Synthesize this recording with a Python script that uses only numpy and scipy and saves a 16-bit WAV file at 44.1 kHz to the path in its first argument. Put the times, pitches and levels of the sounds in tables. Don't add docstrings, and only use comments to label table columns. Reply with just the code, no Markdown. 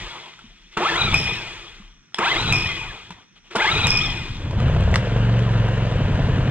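import sys
import numpy as np
from scipy import signal
from scipy.fft import rfft, irfft, next_fast_len
from scipy.io import wavfile
from scipy.ndimage import uniform_filter1d

SR = 44100
rng = np.random.default_rng(int(sys.argv[2]) if len(sys.argv) > 2 else 0)


def volts_from_decibels(level):
    exponent = np.asarray(level, float) / 20
    return 10 ** exponent


def pcm_store(signal):
    levels = np.round(np.clip(np.atleast_2d(signal), -1, 1) * 32767)
    wavfile.write(sys.argv[1], SR, levels.astype(np.int16).T)


N = 286797
T = np.arange(N) / SR

# pawls_grip_s, pawls_let_go_s, flywheel_coast_s, rub_db, heave_db
PULLS = [
    (-.65, -.27, .84, -19, -28),
    (.768, 1.142, .88, -19.5, -22),
    (2.182, 2.525, .78, -19.5, -21),
    (3.55, 3.87, .86, -18, -19),
]
# time_s, four_stroke_cycles_done
CRANK = [(4.35, -2.6), (4.535, -1), (4.625, 0), (4.699, 1), (4.765, 2), (4.824, 3), (4.88, 4), (5.029, 7),
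         (5.165, 10), (5.32, 13.58), (5.467, 17), (5.58, 19.56), (5.69, 22), (5.914, 27), (6.1, 31),
         (6.6, 41.6)]


def evened(x):
    return x / np.sqrt(np.mean(x ** 2) + 1e-20)


def wander(shape, samples):
    return evened(uniform_filter1d(rng.standard_normal(shape), size=samples))


def read(points, hz):
    f, value = np.transpose(points)
    return np.interp(np.log(hz + 1), np.log(f + 1), value)


def add(mix, s, sound):
    part = mix[round(s * SR):][:len(sound)]
    part += sound[:len(part)]


def dulled(x, hz):
    return signal.sosfilt(signal.butter(4, hz, fs=SR, output="sos"), x)


def resonate(x, hz, width):
    r = np.exp(-np.pi * max(width, 1) / SR)
    if np.ndim(hz) == 0:
        return 2 * signal.lfilter([1 - r], [1, -r * np.exp(2j * np.pi * hz / SR)], x + 1e-18).real
    turn = np.exp(2j * np.pi * np.cumsum(hz) / SR)
    return 2 * (turn * signal.lfilter([1 - r], [1, -r], x / turn + 1e-18)).real


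def swell(start, length, edge):
    u = np.clip((T - start) / length, 0, 1)
    return np.sin(np.pi / 2 * np.clip(np.minimum(u, 1 - u) / edge, 0, 1)) ** 2


def gritty(spectrum, patchy_db, grit_db, per_s):
    _, _, z = signal.stft(rng.standard_normal(N), SR, nperseg=512)
    patches = uniform_filter1d(rng.standard_normal(z.shape), size=5, axis=0)
    patches = evened(uniform_filter1d(patches, size=6, axis=1))
    x = signal.istft(z * volts_from_decibels(patchy_db * patches), SR, nperseg=512)[1][:N]
    scrapes = rng.exponential(1, N) * (rng.random(N) < per_s / SR)
    x = x * (1 + volts_from_decibels(grit_db) * signal.lfilter([1], [1, -np.exp(-1 / 60)], scrapes))
    size = next_fast_len(N)
    colour = volts_from_decibels(read(spectrum, np.fft.rfftfreq(size, 1 / SR)))
    return evened(irfft(rfft(x, size) * colour, size)[:N])


def stroke(grip, free, coast):
    done = np.clip((T - grip) / (free - grip), 1e-6, 1)
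    left = np.clip(1 - (T - free) / coast, 1e-6, 1)
    return done, left


def drawing():
    level_db = [-29, -28.5, -28]
    # time_s, pitch_hz
    speeds = [
        [(.8, 600), (.85, 1060), (.89, 1790), (.935, 1640), (.981, 2396), (1.0, 2540), (1.022, 2400),
         (1.048, 2530), (1.112, 2200), (1.14, 2350)],
        [(2.2, 628), (2.274, 1535), (2.32, 2127), (2.346, 1760), (2.384, 2430), (2.452, 2700), (2.476, 2450),
         (2.52, 2630)],
        [(3.58, 770), (3.622, 1604), (3.644, 1500), (3.678, 2080), (3.732, 2504), (3.774, 2420), (3.794, 2640),
         (3.826, 2448), (3.87, 2490)],
    ]
    surge_hz_per_s, tension_db, tire_db = 8000., 1.5, -4.5
    for db, (s, points) in zip(level_db, map(np.transpose, speeds)):
        t = np.arange(s[0] - .004, s[-1], 1 / SR)
        hz = uniform_filter1d(np.interp(t, s, points), size=300)
        tension = tension_db * np.tanh(np.gradient(hz) * SR / surge_hz_per_s)
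        tiring = tire_db * (t - t[0]) / (t[-1] - t[0])
        yield t[0], hz, db + tension + tiring


def rewinding():
    level_db = [-49, -37, -34.5, -35]
    # time_s, pitch_hz
    speeds = [
        [(.004, 1950), (.04, 1850), (.12, 1400), (.22, 1050)],
        [(1.258, 2750), (1.28, 3350), (1.298, 3680), (1.325, 3200), (1.355, 2780), (1.4, 2530), (1.48, 2060),
         (1.56, 1420), (1.65, 1150)],
        [(2.65, 2800), (2.685, 3260), (2.72, 3170), (2.76, 3190), (2.79, 2900), (2.82, 2500), (2.86, 2060),
         (2.945, 1420), (3.02, 1150)],
        [(3.995, 2900), (4.012, 3330), (4.04, 3620), (4.075, 3260), (4.115, 3120), (4.14, 2880), (4.21, 2060),
         (4.24, 1900), (4.32, 1350)],
    ]
    fade_db_per_s = -76
    for db, (s, points) in zip(level_db, map(np.transpose, speeds)):
        t = np.arange(s[0], s[-1], 1 / SR)
        hz = uniform_filter1d(np.interp(t, s, points), size=400)
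        yield s[0], hz, db + fade_db_per_s * (t - s[0])


def braid(runs, strands):
    out = np.zeros(N)
    for start, hz, level_db in runs:
        for multiple, db in strands:
            pitch = multiple * hz * (1 + .017 * wander(len(hz), 300))
            tone = np.sin(2 * np.pi * np.cumsum(pitch) / SR) * volts_from_decibels(4.8 * wander(len(hz), 420))
            fuzz = resonate(rng.standard_normal(len(hz)), pitch, 90.)
            tone += 0.45 * evened(resonate(fuzz, pitch, 120.))
            add(out, start, tone * volts_from_decibels(db - 3.5 + level_db) * signal.windows.tukey(len(hz), .08))
    return out


def cord():
    # multiple_of_pitch, level_db
    out_strands = [(.56, -4), (1, 1), (1.56, -3.5), (2.05, -11), (2.6, -12), (3.15, -13)]
    back_strands = [(.36, -3), (.64, 1), (1, 4), (1.3, -11)]
    # pitch_hz, width_hz, level_db
    guide_modes = [(910, 90, 3), (1350, 150, 0), (1700, 150, 0), (2050, 110, 5), (2480, 220, 3),
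                   (3350, 220, 3), (3880, 300, 9)]
    song = braid(drawing(), out_strands) + braid(rewinding(), back_strands)
    flares = sum(volts_from_decibels(db) * resonate(song, hz, w) for hz, w, db in guide_modes)
    return dulled(dulled(song + flares, 4300), 4300)


def rush():
    # pitch_hz, level_db
    low_spectrum = [(88, -16), (150, -4.5), (257, -16.5), (346, 0), (544, -9), (659, -3), (943, 0),
                    (1200, -1), (2600, -14.5), (3380, -21), (5720, -120)]
    high_spectrum = [(1060, -20.5), (1800, -6), (2090, -3.5), (2740, -2.5), (3420, -1), (3840, -7.5),
                     (4240, -12), (7850, -25.5), (10100, -38), (11000, -41), (12500, -39.5), (15200, -60)]
    # start_s, length_s, level_db, brightness_db
    brushes = [
        (.38, .4, -66, 5),
        (.71, .08, -53, 1),
        (2.146, .045, -43, -2),
        (3.104, .03, -42, -9),
        (3.35, .05, -60, 0),
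        (3.43, .08, -62, 0),
        (3.12, .14, -60, -14),
        (3.5, .07, -37, -8),
        (4.96, .2, -50, -2),
    ]
    # pitch_hz, width_hz, level_db
    housing = [(345, 40, -1), (460, 50, 0), (910, 60, -6), (1220, 90, -8), (2060, 50, -5), (2449, 20, 2),
               (2503, 20, 1), (3390, 150, -9)]
    bite_s, load_s = .007, .07
    body, bright = np.full(N, volts_from_decibels(-78.)), np.full(N, volts_from_decibels(-66))
    for grip, free, coast, db, _ in PULLS:
        done, left = stroke(grip, free, coast)
        slowing = np.log10(left)
        since = np.maximum(T - grip, 0)
        loaded = np.minimum(since / load_s, 1)
        pull = volts_from_decibels(db - 1.5 - 11 * (1 - loaded) - 6 * done)
        pull = pull * np.minimum(since / bite_s, 1) * (T < free)
        spin = volts_from_decibels(db - 10 + 32 * slowing) * (T >= free)
        body += pull + spin * volts_from_decibels(5 * slowing)
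        body += volts_from_decibels(db + 11) * since / bite_s * np.exp(-since / bite_s)
        body += volts_from_decibels(db - 9.) * swell(free - .03, .08, .5)
        bright += pull * volts_from_decibels(-5 - 3.5 * (1 - done)) + spin * volts_from_decibels(-3 + 4 * slowing)
    for start, length, db, bright_db in brushes:
        body += volts_from_decibels(db) * swell(start, length, .25)
        bright += volts_from_decibels(db + bright_db) * swell(start, length, .25)
    low = gritty(low_spectrum, 3.2, -11.0, 150.)
    high = gritty(high_spectrum, 1.22, -15.0, 300.)
    rub = volts_from_decibels(-5.5) * body * low + bright * high
    return rub + sum(volts_from_decibels(db) * resonate(rub, hz, w) for hz, w, db in housing)


def cup():
    # time_s, level_db, rim_db
    releases = [
        (1.1425, -15, -16),
        (2.5245, -14.5, -19.5),
        (3.8695, -18, -8),
    ]
    # pitch_hz, level_db, t60_s
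    cup_modes = [(1295, -11, 0.15), (2449, 4, 0.72), (2503, 0, 0.76), (2590, -10.5, 0.36),
                 (7620, -27, 0.15), (10000, -36.5, .4), (12040, -48, .3)]
    rim_modes = [(5046, -3, .4), (5130, -3, .35), (5240, -3, .35), (5330, -4, .35), (5379, -6, .4),
                 (5440, -6, .25), (5814, -12, .5)]
    top_modes = [(9189, -2, 0.25), (12200, 0, 0.13), (12840, -3, 0.16), (13650, -38, 5.0),
                 (14480, -1, 0.077)]
    blows, t = np.zeros((2, N)), np.arange(SR) / SR
    for s, db, rim_db in releases:
        chatter = .12 * rng.standard_normal(SR) * (rng.random(SR) < 1500. / SR) * volts_from_decibels(-60 * t / .72)
        chatter[0] = 1
        add(blows[0], s, volts_from_decibels(db - 5.0) * chatter)
        add(blows[1], s, volts_from_decibels(db + rim_db - 1.5 - 60 * t / 3.) * chatter)

    def ring(modes):
        return sum(volts_from_decibels(db - 60 * t / min(t60, .95)) * np.sin(2 * np.pi * hz * t) for hz, db, t60 in modes)

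    rings = [ring(cup_modes) + volts_from_decibels(-36) * ring(top_modes), ring(rim_modes)]
    wobble = volts_from_decibels(np.array([[1.9], [5.5]]) * wander((2, N), 250))
    return (signal.oaconvolve(blows, rings, axes=1)[:, :N] * wobble).sum(0)


def knocks():
    # time_s, level_db, pitch_hz, treble_db, t60_s
    case_knocks = [(0.391, -39.5, 1350, -18.5, 0.053), (0.772, -18, 1320, -25, 0.066),
                   (0.958, -17.5, 1070, -31, 0.03), (1.797, -66, 7700, -30, 0.06),
                   (2.1445, -15, 3340, -24, 0.012), (2.1447, -23, 5200, -30, 0.012),
                   (2.1858, -30, 5200, -30, 0.03), (3.556, -30, 5200, -30, 0.03),
                   (2.122, -48, 1300, -30, 0.02), (2.135, -52, 1300, -30, 0.02),
                   (2.185, -26, 1200, -10, 0.03), (2.1895, -13, 1250, -22, 0.02),
                   (3.106, -28.5, 953, -23, 0.03), (3.511, -33, 1350, -30, 0.046),
                   (3.534, -30, 1320, -29, 0.011), (3.555, -24, 900, -16, 0.03),
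                   (3.56, -15, 1426, -22, 0.051), (3.568, -22, 1000, -14, 0.03),
                   (4.51, -28, 960, -32, 0.034), (4.602, -24, 1200, -30, 0.025),
                   (4.682, -28, 1300, -27, 0.02), (4.748, -24, 1500, -27, 0.012),
                   (4.808, -25, 1100, -27, 0.015), (4.838, -26, 1200, -27, 0.015),
                   (5.392, -26, 2500, -24, 0.012), (5.686, -27, 1500, -24, 0.012),
                   (3.365, -56, 1300, -30, 0.06), (4.914, -30.5, 891, -21, 0.03)]
    handle_drop = [
        (4.9414, -12, 1940, -38, 0.018),
        (4.9484, -19, 1200, -45, 0.015),
        (4.9578, -7, 2900, -31, 0.004),
        (4.9582, -6, 1956, -42, 0.007),
        (4.9588, -13, 1200, -44, 0.015),
        (4.9634, -18, 940, -42, 0.011),
    ]
    pawl_snaps = [
        (1.1413, -19, 2800, -13, 0.033),
        (2.5257, -23, 2740, -4, 0.015),
        (3.8701, -12, 2760, -12.5, 0.012),
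    ]
    out, t = np.zeros(N), np.arange(4000) / SR
    for s, db, hz, treble_db, t60 in case_knocks + handle_drop + pawl_snaps:
        burst, hiss = rng.standard_normal((2, 4000))
        burst = evened(resonate(resonate(burst, 1700.0, 2400.), 1700.0, 2400.))
        hiss = evened(resonate(resonate(hiss, 6500., 5000.), 7000., 6000.))
        ring = (np.sin(2 * np.pi * hz * t) + 0.45 * burst) * volts_from_decibels(-60 * t / max(t60, .004))
        tick = volts_from_decibels(treble_db + 4.0 - 60 * t / 0.011) * hiss
        add(out, s, dulled(volts_from_decibels(db) * (ring + tick), 9800.0))
    return out


def shaking():
    # start_s, length_s, rumble_db, rocking_db
    nudges = [
        (-.1, .2, -42, -37),
        (.36, .2, -56, -53),
        (.5, .28, -80, -52),
        (1.2, .9, -70, -48),
        (1.74, .14, -60, -60),
        (2.7, .3, -42, -41),
        (3.0, .22, -47, -66),
        (3.3, .25, -66, -60),
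        (3.9, .6, -33, -36),
        (4.3, .4, -24, -50),
    ]
    rumble, rock = np.zeros((2, N))
    for grip, free, coast, _, db in PULLS:
        done, left = stroke(grip, free, coast)
        ending = np.minimum(10 * left, 1)
        rumble += volts_from_decibels(db + 46 * np.log10(done) - 54 * (1 - left)) * ending
        rock += volts_from_decibels(db - 16 + 40 * np.log10(np.minimum(done * 1.4, 1)) - 40 * (1 - left)) * ending
    for start, length, rumble_db, rock_db in nudges:
        rumble += volts_from_decibels(rumble_db) * swell(start, length, .5)
        rock += volts_from_decibels(rock_db) * swell(start, length, .3)
    return rumble, rock


def case():
    # time_s, level_db, pitch_hz
    thumps = [(0.44, -35.5, 224), (0.79, -23.5, 223), (0.981, -27.5, 110), (1.014, -19, 137),
              (1.046, -10.5, 129), (1.125, -10.5, 77), (1.162, -14.5, 123), (1.318, -21, 127),
              (1.798, -33, 200), (2.188, -20.5, 208), (2.412, -16, 127), (2.445, -13, 118),
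              (2.524, -9.5, 127), (2.56, -19.5, 127), (2.657, -17.5, 88), (3.102, -29, 175),
              (3.561, -18.5, 212), (3.731, -17, 138), (3.764, -15, 129), (3.843, -12.5, 81),
              (3.874, -13, 118), (4, -17.5, 135), (4.144, -17, 120), (4.303, -16.5, 102), (4.47, -19, 127)]
    rumble, rock = shaking()
    noise, t = rng.standard_normal((2, N)), np.arange(6000) / SR
    out = rumble * volts_from_decibels(-3.0) * evened(resonate(resonate(noise[0], 99.0, 134.0), 92.0, 130.))
    out += rock * evened(resonate(resonate(noise[1], 35.2, 7.), 31.5, 21.0))
    for s, db, hz in thumps:
        thump = volts_from_decibels(db - 1.0 - 60 * t / 0.085) * np.sin(2 * np.pi * hz * t)
        add(out, s, thump * np.minimum(t / 0.0044, 1))
    return out


def muffler(hz):
    # pitch_hz, width_hz, level_db
    resonances = [(46.6, 47, -11), (71.4, 8.3, -2.5), (98.7, 17, -3), (117.5, 8.5, 1.5), (149, 60, -9.5),
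                  (190.2, 5.3, -1), (255, 106, -7.5)]
    return sum((-1) ** k * volts_from_decibels(db) / (1 + 2j * (hz - f) / w) for k, (f, w, db) in enumerate(resonances))


def exhaust(cycles, missing):
    firing = dict([(1, -41.5), (2, -6), (3, -13.5), (4, -14), (5, 0), (6, -7), (7, -17), (8, -9.5),
                   (9, -17.5), (10, -18.5), (11, -28), (12, -25.5), (13, -30), (14, -28.5)])
    # multiple_of_half_rate, level_db
    missing_orders = [(1, -34), (2, -18), (3, -7.5), (4, -2), (5, -9), (6, -32), (7, -5), (8, -8), (9, 1.5),
                      (10, -17), (11, -16), (12, 2), (13, -8.5), (14, -3), (15, -20.5), (16, -4.5),
                      (17, -29), (18, -12), (19, -15), (20, -12), (21, -15), (22, -14), (23, -14),
                      (24, -13.5), (25, -30), (26, -20.5), (27, -22.5), (28, -14)]
    step, on = slice(None, None, 64), slice(round(CRANK[0][0] * SR), None)
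    rate = np.gradient(cycles[step]) * SR / 64
    settled = np.clip((rate - 9.) / 13.9, .35, 1)
    out = np.zeros(N)
    for k, miss_db in missing_orders:
        hz = k / 2 * rate
        fired = (volts_from_decibels(firing.get(k / 2, -90.)) / abs(muffler(k / 2 * 22.5))) ** settled * muffler(hz)
        fired = fired * np.exp(-1.2 * (1 - settled) * abs(np.log(hz / 95. + 1e-3)))
        fired = fired * np.exp(.39j * k ** 2 * settled)
        missed = volts_from_decibels(miss_db) * abs(muffler(hz) / muffler(k / 2 * 21.3))
        if k in range(10, 16):
            missed = missed * np.exp(1j * np.pi * (.026 * k - .57) * k)
        else:
            missed = missed * (-1) ** k
        missed = missed * np.exp(-.17j * np.pi * k)
        gain = (1 - missing[step]) * fired + missing[step] * missed
        uneven = wander((2, len(gain)), 110)
        gain *= (1 + .15 * uneven[0]) * np.exp(.25j * uneven[1])
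        gain = np.interp(T[on], T[step], gain.real) + 1j * np.interp(T[on], T[step], gain.imag)
        phase = np.pi * (k * (cycles[on] - .55) - .026 * k ** 2)
        out[on] += (gain * np.exp(1j * phase)).real
    return out / np.sqrt(abs(uniform_filter1d(out ** 2, size=8001)) + 1e-6)


def chamber_boom(cycles, labour):
    # pitch_hz, width_hz, level_db
    chambers = [(36, 16, -9), (71, 7, 1), (97, 8, 2), (122, 9, 1), (152, 22, -7), (195, 30, -13),
                (240, 40, -16)]
    late = cycles + .6 - .115 * np.arange(len(chambers))[:, None]
    puffs = np.diff(np.floor(late), prepend=-4)
    puffs = puffs + 2.4 * labour * np.diff(np.floor(late + .5), prepend=-4)
    puffs = uniform_filter1d(puffs, size=120)
    boom = sum(volts_from_decibels(db) * resonate(puff, hz, w) for puff, (hz, w, db) in zip(puffs, chambers))
    return boom / np.sqrt(abs(uniform_filter1d(boom ** 2, size=6001)) + 1e-12)


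def block_knock(cycles, missing, labour, first_miss):
    # pitch_hz, width_hz, level_db
    block_modes = [(500, 170, -2), (640, 190, -5), (900, 260, -18), (1600, 500, -16)]
    number = np.floor(cycles + .08 - .22 * labour * (1 - missing))
    strength = np.where((number >= first_miss) & (number % 2 == 0), .3, 1)
    strength = strength * volts_from_decibels(1.8 * rng.standard_normal(50))[np.clip(number, 0, 49).astype(int)]
    strength = strength * np.clip((number + 1.6) / 2.4, .1, 1)
    fire = strength * (np.diff(number, prepend=-3) > 0)
    burn = signal.oaconvolve(fire, signal.windows.hann(400))[:N]
    fire = fire + .4 * np.roll(fire, round(.018 * SR))
    shove = 2.0 * signal.oaconvolve(fire, signal.windows.hann(40))[:N]
    shove = shove + .3 * burn * rng.standard_normal(N)
    knock = sum(volts_from_decibels(db) * resonate(resonate(shove, hz, w), hz, w) for hz, w, db in block_modes)
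    return dulled(knock, 3800.0), burn


def engine():
    # time_s, exhaust_db
    burn_levels = [(4.4, -46), (4.49, -33), (4.58, -18.5), (4.68, -17), (4.8, -17.5), (4.93, -16),
                   (5.0, -18), (5.08, -23), (5.16, -17), (5.33, -16), (5.48, -18), (5.59, -16), (5.74, -20),
                   (5.84, -19), (5.94, -20), (6.1, -18.5), (6.5, -18.5)]
    # pitch_hz, level_db
    clatter_spectrum = [(150, -26), (260, -3.5), (353, -5.5), (488, -0.5), (856, -11), (932, -6.5),
                        (1160, -11.5), (1660, -10), (2180, -16.5), (2960, -15), (4540, -31.5),
                        (7690, -42.5), (12400, -62), (15200, -92)]
    first_miss, governed_per_s = 28, 22.
    cycles = np.interp(np.arange(N + SR // 20) / SR, *np.transpose(CRANK))
    cycles = uniform_filter1d(cycles, size=4001)[:N]
    missing = np.clip(cycles - first_miss + 1, 0, 1)
    rate = uniform_filter1d(np.gradient(cycles), size=2001) * SR
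    labour = np.clip(1 - rate / governed_per_s, 0, .35)
    slow = np.clip(labour / .1, 0, 1) * (1 - missing)

    s, db = np.transpose(burn_levels)
    exhaust_db = np.interp(np.minimum(T, T[-1] - .04), s, db, left=-120, right=-120)
    exhaust_db = exhaust_db + 3 * labour * np.cos(2 * np.pi * (cycles - .6))
    note = (1 - .85 * slow) * exhaust(cycles, missing) + volts_from_decibels(0.5) * slow * chamber_boom(cycles, labour)

    knock, burn = block_knock(cycles, missing, labour, first_miss)
    knock_db = -12.5 + 22 * labour * (1 - missing) + 3 * missing

    throb = 1 + 0.17 * burn + 0.095 * np.cos(4 * np.pi * (cycles - .1))
    clatter = gritty(clatter_spectrum, 1.1, -14., 200.) * throb
    clatter_db = -30.5 + 70 * np.minimum(T - 4.62, 0) - 99 * (T < s[0])
    return volts_from_decibels(exhaust_db) * note + volts_from_decibels(knock_db) * knock + volts_from_decibels(clatter_db) * clatter


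def walls(x):
    # pitch_hz, t60_s
    decay = [(100, 0.4), (1000, 0.43), (4000, 0.16), (12000, 0.13)]
    taps = np.zeros((2, SR // 2))
    at = np.arange(200, SR // 2 - 20, 20) + rng.integers(0, 20, (2, (SR // 2 - 201) // 20))
    np.put_along_axis(taps, at, rng.choice([-1., 1.], at.shape), 1)
    hz, t, z = signal.stft(taps, SR, nperseg=256)
    # (Hz, dB)
    share = [(30, -26), (60, -17), (250, -13), (700, -5), (1500, -2), (3500, 1), (5500, 9), (9000, 9)]
    tail_db = read(share, hz)[:, None] - 60 * t / read(decay, hz)[:, None]
    tail = signal.istft(z * volts_from_decibels(tail_db), SR, nperseg=256)[1]
    return signal.fftconvolve(x[None], tail / np.linalg.norm(tail[0]), axes=1)[:, :N]


def yard():
    # pitch_hz, level_db
    air_spectrum = [(35, -37), (60, -20), (174, -3), (235, -9.5), (303, -12.5), (698, -33.5), (1400, -16),
                    (2330, -26.5), (2500, -29.5), (4770, -34.5), (6020, -17.5), (6450, -51), (7240, -36),
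                    (8920, -55.5), (15200, -63.5)]
    return volts_from_decibels(-59.5) * np.array([gritty(air_spectrum, 2.1, -9.5, 50.) for _ in range(3)])


def ports(x):
    # pitch_hz, lead_radians
    lead = [(0, 0), (2580, -.9), (4130, -2.), (5860, -2.9), (7500, -2.6), (9500, -.9), (12500, -.3),
            (22050, 0)]
    # pitch_hz, level_db
    tilt = [(60, 2), (99, 0.5), (160, 0.0), (270, 1), (440, 0.0), (730, -0.5), (1210, 0.0), (1990, 1.5),
            (3290, 5.5), (5420, -4.5), (8940, -16), (14700, -11.5)]
    size = next_fast_len(N + 4096)
    hz = np.fft.rfftfreq(size, 1 / SR)
    half = volts_from_decibels(read(tilt, hz) / 2) * np.exp(.5j * np.interp(hz, *np.transpose(lead)))
    pair = np.array([half, 1 / half])
    return irfft(rfft(x, size) * pair / np.maximum(abs(pair.mean(0)), .6), size)[:, :N]


def scene():
    machine = cord() + rush() + cup() + knocks() + case() + engine()
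    air = yard()
    return ports(machine + .8 * air[0]) + volts_from_decibels(-6) * walls(machine) + .6 * air[1:]


def roll_off(x):
    return signal.sosfilt(signal.butter(12, 15340, fs=SR, output="sos"), x)


def record(dry):
    rounded = .95 * np.tanh(dry / .95)
    mix = dulled(dulled(rounded, 15000), 15000) * np.minimum((T[-1] - T) / .004, 1)
    return roll_off(mix)


dry = scene()
out = record(dry)
pcm_store(out)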